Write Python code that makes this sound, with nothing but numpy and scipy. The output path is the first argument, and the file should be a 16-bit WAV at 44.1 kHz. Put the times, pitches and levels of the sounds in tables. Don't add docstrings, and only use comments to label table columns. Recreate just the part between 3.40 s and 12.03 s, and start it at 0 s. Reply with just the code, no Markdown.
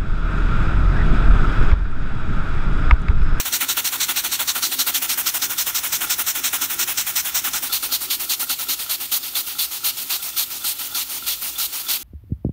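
import sys
import numpy as np
from scipy import signal
from scipy.fft import rfft, irfft
from scipy.io import wavfile
from scipy.ndimage import uniform_filter1d

SR = 44100
rng = np.random.default_rng(int(sys.argv[2]) if len(sys.argv) > 2 else 0)


def to_wav(sig):
    pcm = np.clip(np.atleast_2d(sig), -1, 1) * 32767
    pcm = np.round(pcm).astype(np.int16)
    wavfile.write(sys.argv[1], SR, pcm.T)


N = 380583
T = np.arange(N) / SR
HZ = np.fft.rfftfreq(N, 1 / SR)

# (valve opens [s], basic level [dB])
PUFFS = [(-0.03, -21), (0.051, -24.5), (0.125, -21.5), (0.205, -22.5), (0.286, -21.5), (0.369, -21),
         (0.446, -21.5), (0.521, -25), (0.604, -20.5), (0.685, -22), (0.76, -21.5), (0.839, -25),
         (0.917, -21.5), (0.992, -24.5), (1.077, -20.5), (1.151, -24.5), (1.223, -20), (1.315, -25.1),
         (1.389, -20), (1.466, -22.5), (1.543, -21), (1.618, -24), (1.691, -21), (1.776, -24.5),
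         (1.861, -21), (1.941, -23.5), (2.019, -20.5), (2.097, -26.5), (2.181, -21), (2.264, -25),
         (2.347, -22.5), (2.432, -25.5), (2.523, -21.5), (2.608, -24), (2.698, -22), (2.783, -24),
         (2.867, -22), (2.949, -26), (3.039, -22), (3.129, -23), (3.212, -23), (3.298, -26), (3.39, -22),
         (3.476, -24.5), (3.574, -22.3), (3.665, -25.5), (3.758, -21.5), (3.849, -26.5), (3.946, -21.5),
         (4.041, -24), (4.133, -23), (4.224, -27.5), (4.324, -21.5), (4.426, -25.5), (4.517, -21),
         (4.608, -29.5), (4.703, -22), (4.798, -27.5), (4.895, -21.5), (4.997, -25.8), (5.093, -23),
         (5.188, -28), (5.287, -23.5), (5.39, -29), (5.495, -24), (5.6, -30), (5.717, -23), (5.829, -30),
         (5.951, -23.5), (6.066, -29.5), (6.187, -24.5), (6.311, -29), (6.442, -23), (6.569, -29),
         (6.697, -23.5), (6.823, -29.5), (6.967, -23), (7.102, -31), (7.242, -24.5), (7.388, -30.5),
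         (7.548, -23.5), (7.694, -30), (7.866, -23.5), (8.016, -28), (8.182, -23.5), (8.326, -29),
         (8.486, -23)]


def exhaust(swing, leak_db, lift_db):
    strong_flow = valve(PUFFS[::2], turn_share=0.26, extra_s=0.0055, colour_columns=(1, 2),
                        sag_db=[2.8, 1.3, 1.3], burst_db=[3.2, 2.2, 2.2], early_db=-13, shut=0.0065)
    strong = strong_flow * jet(column=1, swing=swing, lift_db=lift_db, flicker_db=1.05)

    weak_flow = valve(PUFFS[1::2], turn_share=0.33, extra_s=-0.009, colour_columns=(3, 4),
                      sag_db=[2.8, 1.8, 1.8], burst_db=[3.2, 2.4, 2.4], early_db=-17, shut=0.0045)
    weak = weak_flow * jet(column=2, swing=swing, lift_db=lift_db, flicker_db=0.7)

    leak_flow = undb(leak_db + 0.52 * walk(6.5))
    leak = leak_flow * jet(column=3, swing=swing, lift_db=0.51 * lift_db, flicker_db=0.25)
    return patchy((strong + weak + leak).sum(axis=0), spread_db=1.08, rate=35)


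def valve(rows, turn_share, extra_s, colour_columns, sag_db, burst_db, early_db, shut):
    # (time [s], strong low [dB], strong high [dB], weak low [dB], weak high [dB])
    puff_colour = [(0, 0, 3.5, 0, 0.7), (1.2, 0, 0.5, 3.5, 2.2), (2, -1, 2, 2, 4), (3, 0.7, 4, 1, 2.5),
                   (4.1, 0, 3.5, 0.5, 3.5), (4.4, -0.5, 0, 4, 4.5), (4.8, 2, 1.5, 2.2, 3),
                   (6, 4, 5, 0, 2.5), (7.3, -0.1, 1.5, 0, 3), (8.63, 1, 1.5, -1.5, 2.7)]
    open_s, early_s, early_open_s = 0.0018, 0.0099, 0.0082
    burst_fade = 0.37
    shut_power = 0.23
    colour_scatter_db = 0.68

    flow = np.zeros((3, N))
    opens = np.array(rows)[:, 0]
    turns = np.gradient(opens)
    even = signal.savgol_filter(opens, 7, 3)
    shuts = even + turn_share * np.gradient(even) + extra_s
    lengths = shuts - opens

    tint = np.array(puff_colour)
    tints = np.transpose([np.interp(opens, tint[:, 0], tint[:, c]) for c in colour_columns])
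    tints = tints + colour_scatter_db * rng.standard_normal(tints.shape)

    for (start, db), length, turn, (low_db, high_db) in zip(rows, lengths, turns, tints):
        first = max(int((start - 0.04) * SR), 0)
        span = slice(first, int((start + length + 0.06) * SR))
        t = T[span] - start
        gate = 1 / (1 + np.exp(-t / open_s))
        lead_db = early_db - 30 * (turn - 0.1651)
        crack = undb(lead_db) / (1 + np.exp(-(t + early_s) / early_open_s))
        gate = gate + (1 - gate) * crack
        gate = gate / (1 + np.exp((t - length) / (shut * turn ** shut_power)))

        crank = t / turn
        burst_width = np.where(crank < 0.075, 0.06, 0.09)
        burst = (0.15 / turn) ** burst_fade * np.exp(-((crank - 0.075) / burst_width) ** 2)
        sag = np.clip(crank, 0, 0.3) / 0.97 - 0.4
        for part, offset_db in enumerate((low_db, 0, high_db)):
            fall_db = sag_db[part] * sag - burst_db[part] * burst
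            flow[part, span] += gate * undb(db + offset_db - fall_db)
    return flow


def jet(column, swing, lift_db, flicker_db):
    # (frequency [Hz], strong puff [dB], weak puff [dB], leak [dB])
    first_view = [(149, -21, -23, -4), (492, -20.5, -13, -16), (846, -8, -3, -5.5), (1430, -5.5, -2, -4.5),
                  (2060, -3, -0.5, -2), (3400, -1.5, 3, -2.5), (3980, 0.5, -2.5, -3), (4900, 1, -2, 0),
                  (5770, 4.5, -0.5, 0.5), (6900, -1, -0.5, -2.5), (8180, -1, -2.5, -3.5),
                  (10400, -10, -0.5, -4), (12200, -7.5, -4.5, -3.5), (15000, -0.5, 5, 1.5),
                  (17000, -16, -9.5, -3)]
    second_view = [(150, -26.5, -14, -13), (510, -20.5, -14.5, -15), (850, -10.5, -5.5, -8),
                   (1360, -16.5, -12.5, -14), (1750, -13.5, -8, -11.5), (2790, -1, 0, -0.5),
                   (4110, 4, 0, -1), (5570, -3, -0.5, -1.5), (6650, -1, -1, -1), (7670, -3.5, -2.5, 0.5),
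                   (8650, 0, 0.5, -0.5), (10100, -3.5, -1.5, -1), (11200, 0.5, 0, 1), (15000, 1.5, 2, 4.5),
                   (17000, -12.5, -5.5, 0.5)]
    # (frequency [Hz], width [Hz], level [dB])
    first_dips = [(1446, 52, 6), (5860, 150, 0.5), (10370, 160, -4.5)]
    second_dips = [(1320, 130, 9.5), (4380, 290, 3), (7660, 180, -6.5), (10460, 180, -3)]
    # (frequency [Hz], width [Hz], level [dB])
    sliding_dip = [(5000, 270, -12), (4670, 290, -9.5)]
    # (time [s], share of the late dip [0-1])
    slide_path = [(1.2, 0.2), (2.1, 1), (4.2, 0.9)]
    low_hz, high_hz = 2200, 9000

    noise = rng.standard_normal(N)

    def seen_from(view, dips):
        view = np.array(view)
        return colour(noise, view[:, 0], view[:, column], dips)

    early = seen_from(first_view, first_dips + sliding_dip[:1])
    late = seen_from(first_view, first_dips + sliding_dip[1:])
    second = seen_from(second_view, second_dips)
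    slide = np.clip(curve(slide_path)[0], 0, 1)
    first = (1 - slide) * early + slide * late
    hiss = (1 - swing) * first + swing * second

    near_4khz = irfft(rfft(hiss) * np.exp(-((HZ - 4050) / 600) ** 2), N)
    hiss = hiss + (undb(lift_db) - 1) * near_4khz

    bins = rfft(hiss)
    low = 1 / (1 + (HZ / low_hz) ** 4)
    high = 1 / (1 + (high_hz / (HZ + 1)) ** 6)
    middle = 1 - low - high
    return np.array([irfft(bins * part, N) * undb(flicker_db * walk(220)) for part in (low, middle, high)])


def patchy(x, spread_db, rate):
    bins, out = rfft(x), 0
    for hz in range(0, 18000, 1200):
        band = np.clip(1 - abs(HZ - hz) / 1200, 0, 1)
        out = out + irfft(bins * band, N) * undb(spread_db * walk(rate))
    return out


def linkage():
    # (time [s], blow level before ringing [dB])
    loud_knocks = [(0.2254, -21), (0.2992, -22), (0.374, -22), (0.6917, -17.5), (1.012, -26), (1.0854, -26),
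                   (1.1603, -29), (1.2354, -22), (1.705, -24), (1.8687, -21.5), (1.949, -24), (2.6405, -21),
                   (2.801, -21.5), (2.8787, -28), (3.1336, -23), (3.2243, -25), (4.0744, -21), (4.143, -21),
                   (4.4303, -24), (4.5232, -27), (5.027, -25), (5.1002, -22), (5.294, -28), (5.72, -29),
                   (6.1519, -31), (6.1922, -37), (6.97, -30), (7.2454, -27), (7.4058, -31), (7.5506, -28),
                   (7.8241, -32), (7.8658, -32), (7.887, -31), (8.1828, -31), (8.2, -28), (8.467, -36),
                   (8.489, -29)]
    # (time [s], blow level before ringing [dB])
    pings = [(5.9524, -28), (6.1554, -39), (6.1903, -30), (6.9306, -44), (6.962, -36), (7.222, -35),
             (7.5153, -37), (7.5512, -33), (7.8376, -38), (8.1579, -34), (8.4667, -34), (8.4881, -32)]
    # (frequency [Hz], strength [dB], 60 dB decay [s])
    link_modes = [(841.4, -17, 0.11), (1341, -7, 0.059), (1381, -7, 0.07), (1426, -24, 0.059)]
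    flywheel_modes = [(3502, 7.5, 0.056)]
    wood_modes = [(266.6, -1, 0.16), (322, -2.5, 0.086), (352.6, -1.5, 0.084), (398, -16, 0.082)]
    # (time [s], level [dB])
    shake_level = [(0, -49), (1.6, -48), (2.2, -51.5), (4.0, -52.5), (4.5, -49), (5.4, -53.5), (8.63, -55)]

    knocks = blows(loud_knocks) + blows(soft_knocks())

    strong_opens = np.array(PUFFS)[::2, 0]
    latest = np.clip(np.searchsorted(strong_opens, T + 0.045) - 1, 0, None)
    since = T - strong_opens[latest]
    slack = 0.59 + np.exp(-((since + 0.022) / 0.021) ** 2)
    ticks = (rng.random(N) < 250 / SR) * rng.standard_normal(N)
    rattle = ticks * slack * undb(-45.5 + 2.7 * walk(25))

    rubbing = rng.standard_normal(N) * undb(3.0 * walk(20))
    shake = unit(ring(rubbing, wood_modes)) * undb(curve(shake_level)[0])

    links = ring(knocks + rattle, link_modes)
    flywheel = ring(blows(pings) + 0.27 * rattle, flywheel_modes)
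    wood = shake + ring(0.11 * knocks, wood_modes)
    bass_cut = signal.butter(4, 225, "high", fs=SR, output="sos")
    return signal.sosfilt(bass_cut, links + flywheel + wood)


def soft_knocks():
    usual_lag_s = 0.006
    slow_db, db_per_hz, scatter_db = -48, 2.6, 2
    opens = np.array(PUFFS)[1:, 0]
    chance = rng.standard_normal((len(opens), 2)).T
    turns_hz = 0.5 / np.gradient(opens)
    db = slow_db + db_per_hz * turns_hz + scatter_db * chance[0]
    times = opens + usual_lag_s * (1 + 0.5 * chance[1])
    return np.transpose([times, db])


def blows(rows):
    out = np.zeros(N)
    for (s, db), (lag, size) in zip(rows, rng.random((len(rows), 2))):
        out[int(s * SR)] += undb(db)
        out[int((s + 0.003 + 0.006 * lag) * SR)] += size * undb(db)
    return out


def ring(x, modes):
    out = 0
    for hz, db, t60 in modes:
        pole = np.exp(2j * np.pi * hz / SR - np.log(1000) / (t60 * SR))
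        out = out + undb(db) * signal.lfilter([1], [1, -pole], x).imag
    return out


def workshop():
    # (frequency [Hz], relative level [dB per Hz])
    room = [(30, -14), (55, 5.5), (80, -2.5), (130, -1.5), (190, -21), (300, -5.5), (480, -19),
            (900, -15.5)]
    # (time [s], level [dB])
    rumble = [(0, -69), (3.9, -72), (4.2, -56), (4.7, -66), (7.75, -70), (7.9, -49), (8.2, -61),
              (8.63, -62)]
    tone = undb(-49.5 + 1.6 * walk(2.95)) * colour(rng.standard_normal(N), *np.transpose(room))
    hum = unit(ring(rng.standard_normal(N), [(54, 0, 0.43)]))
    return tone + undb(curve(rumble)[0]) * hum


def colour(x, hz, db, dips=()):
    shape_db = np.interp(np.log(HZ + 1), np.log(hz), db)
    for dip_hz, width, dip_db in dips:
        shape_db = shape_db + dip_db / (1 + ((HZ - dip_hz) / width) ** 2)
    return unit(irfft(rfft(x) * undb(shape_db), N))


def walk(rate):
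    hold = max(int(SR / rate), 1)
    steps = np.repeat(rng.standard_normal(N // hold + 1), hold)
    smooth = uniform_filter1d(uniform_filter1d(steps, hold), hold)
    return unit(smooth[:N])


def curve(table):
    s, *columns = np.transpose(table)
    return [np.interp(T, s, c) for c in columns]


def undb(db):
    return 10 ** (np.asarray(db) / 20)


def unit(x):
    return x / np.sqrt(np.mean(x ** 2))


def scene():
    # (time [s], share of the second viewpoint [0-1], leak level [dB], puff lift near 4 kHz [dB])
    swing_path = [(0, 0.04, -30.5, 2.5), (1.1, 0.16, -30.5, 4.5), (1.25, 0.56, -29, 4),
                  (1.45, 0.4, -31.5, 4.5), (1.6, 0.37, -30, -2), (3.0, 0.06, -31, 1), (4.2, 0.13, -31.5, 0),
                  (4.33, 0.77, -30, 4), (4.7, 0.88, -32, 1.5), (8.63, 0.91, -31.5, -0.5)]
    swing, leak_db, lift_db = curve(swing_path)
    mono = exhaust(np.clip(swing, 0, 1), leak_db, lift_db) + linkage() + workshop()
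    return np.array([mono, mono])


def record(dry):
    bass_cut = signal.butter(3, 42, "high", fs=SR, output="sos")
    top_cut = signal.ellip(14, 0.3, 80, 15720, fs=SR, output="sos")
    return signal.sosfilt(top_cut, signal.sosfilt(bass_cut, dry))


dry = scene()
out = record(dry)
to_wav(out)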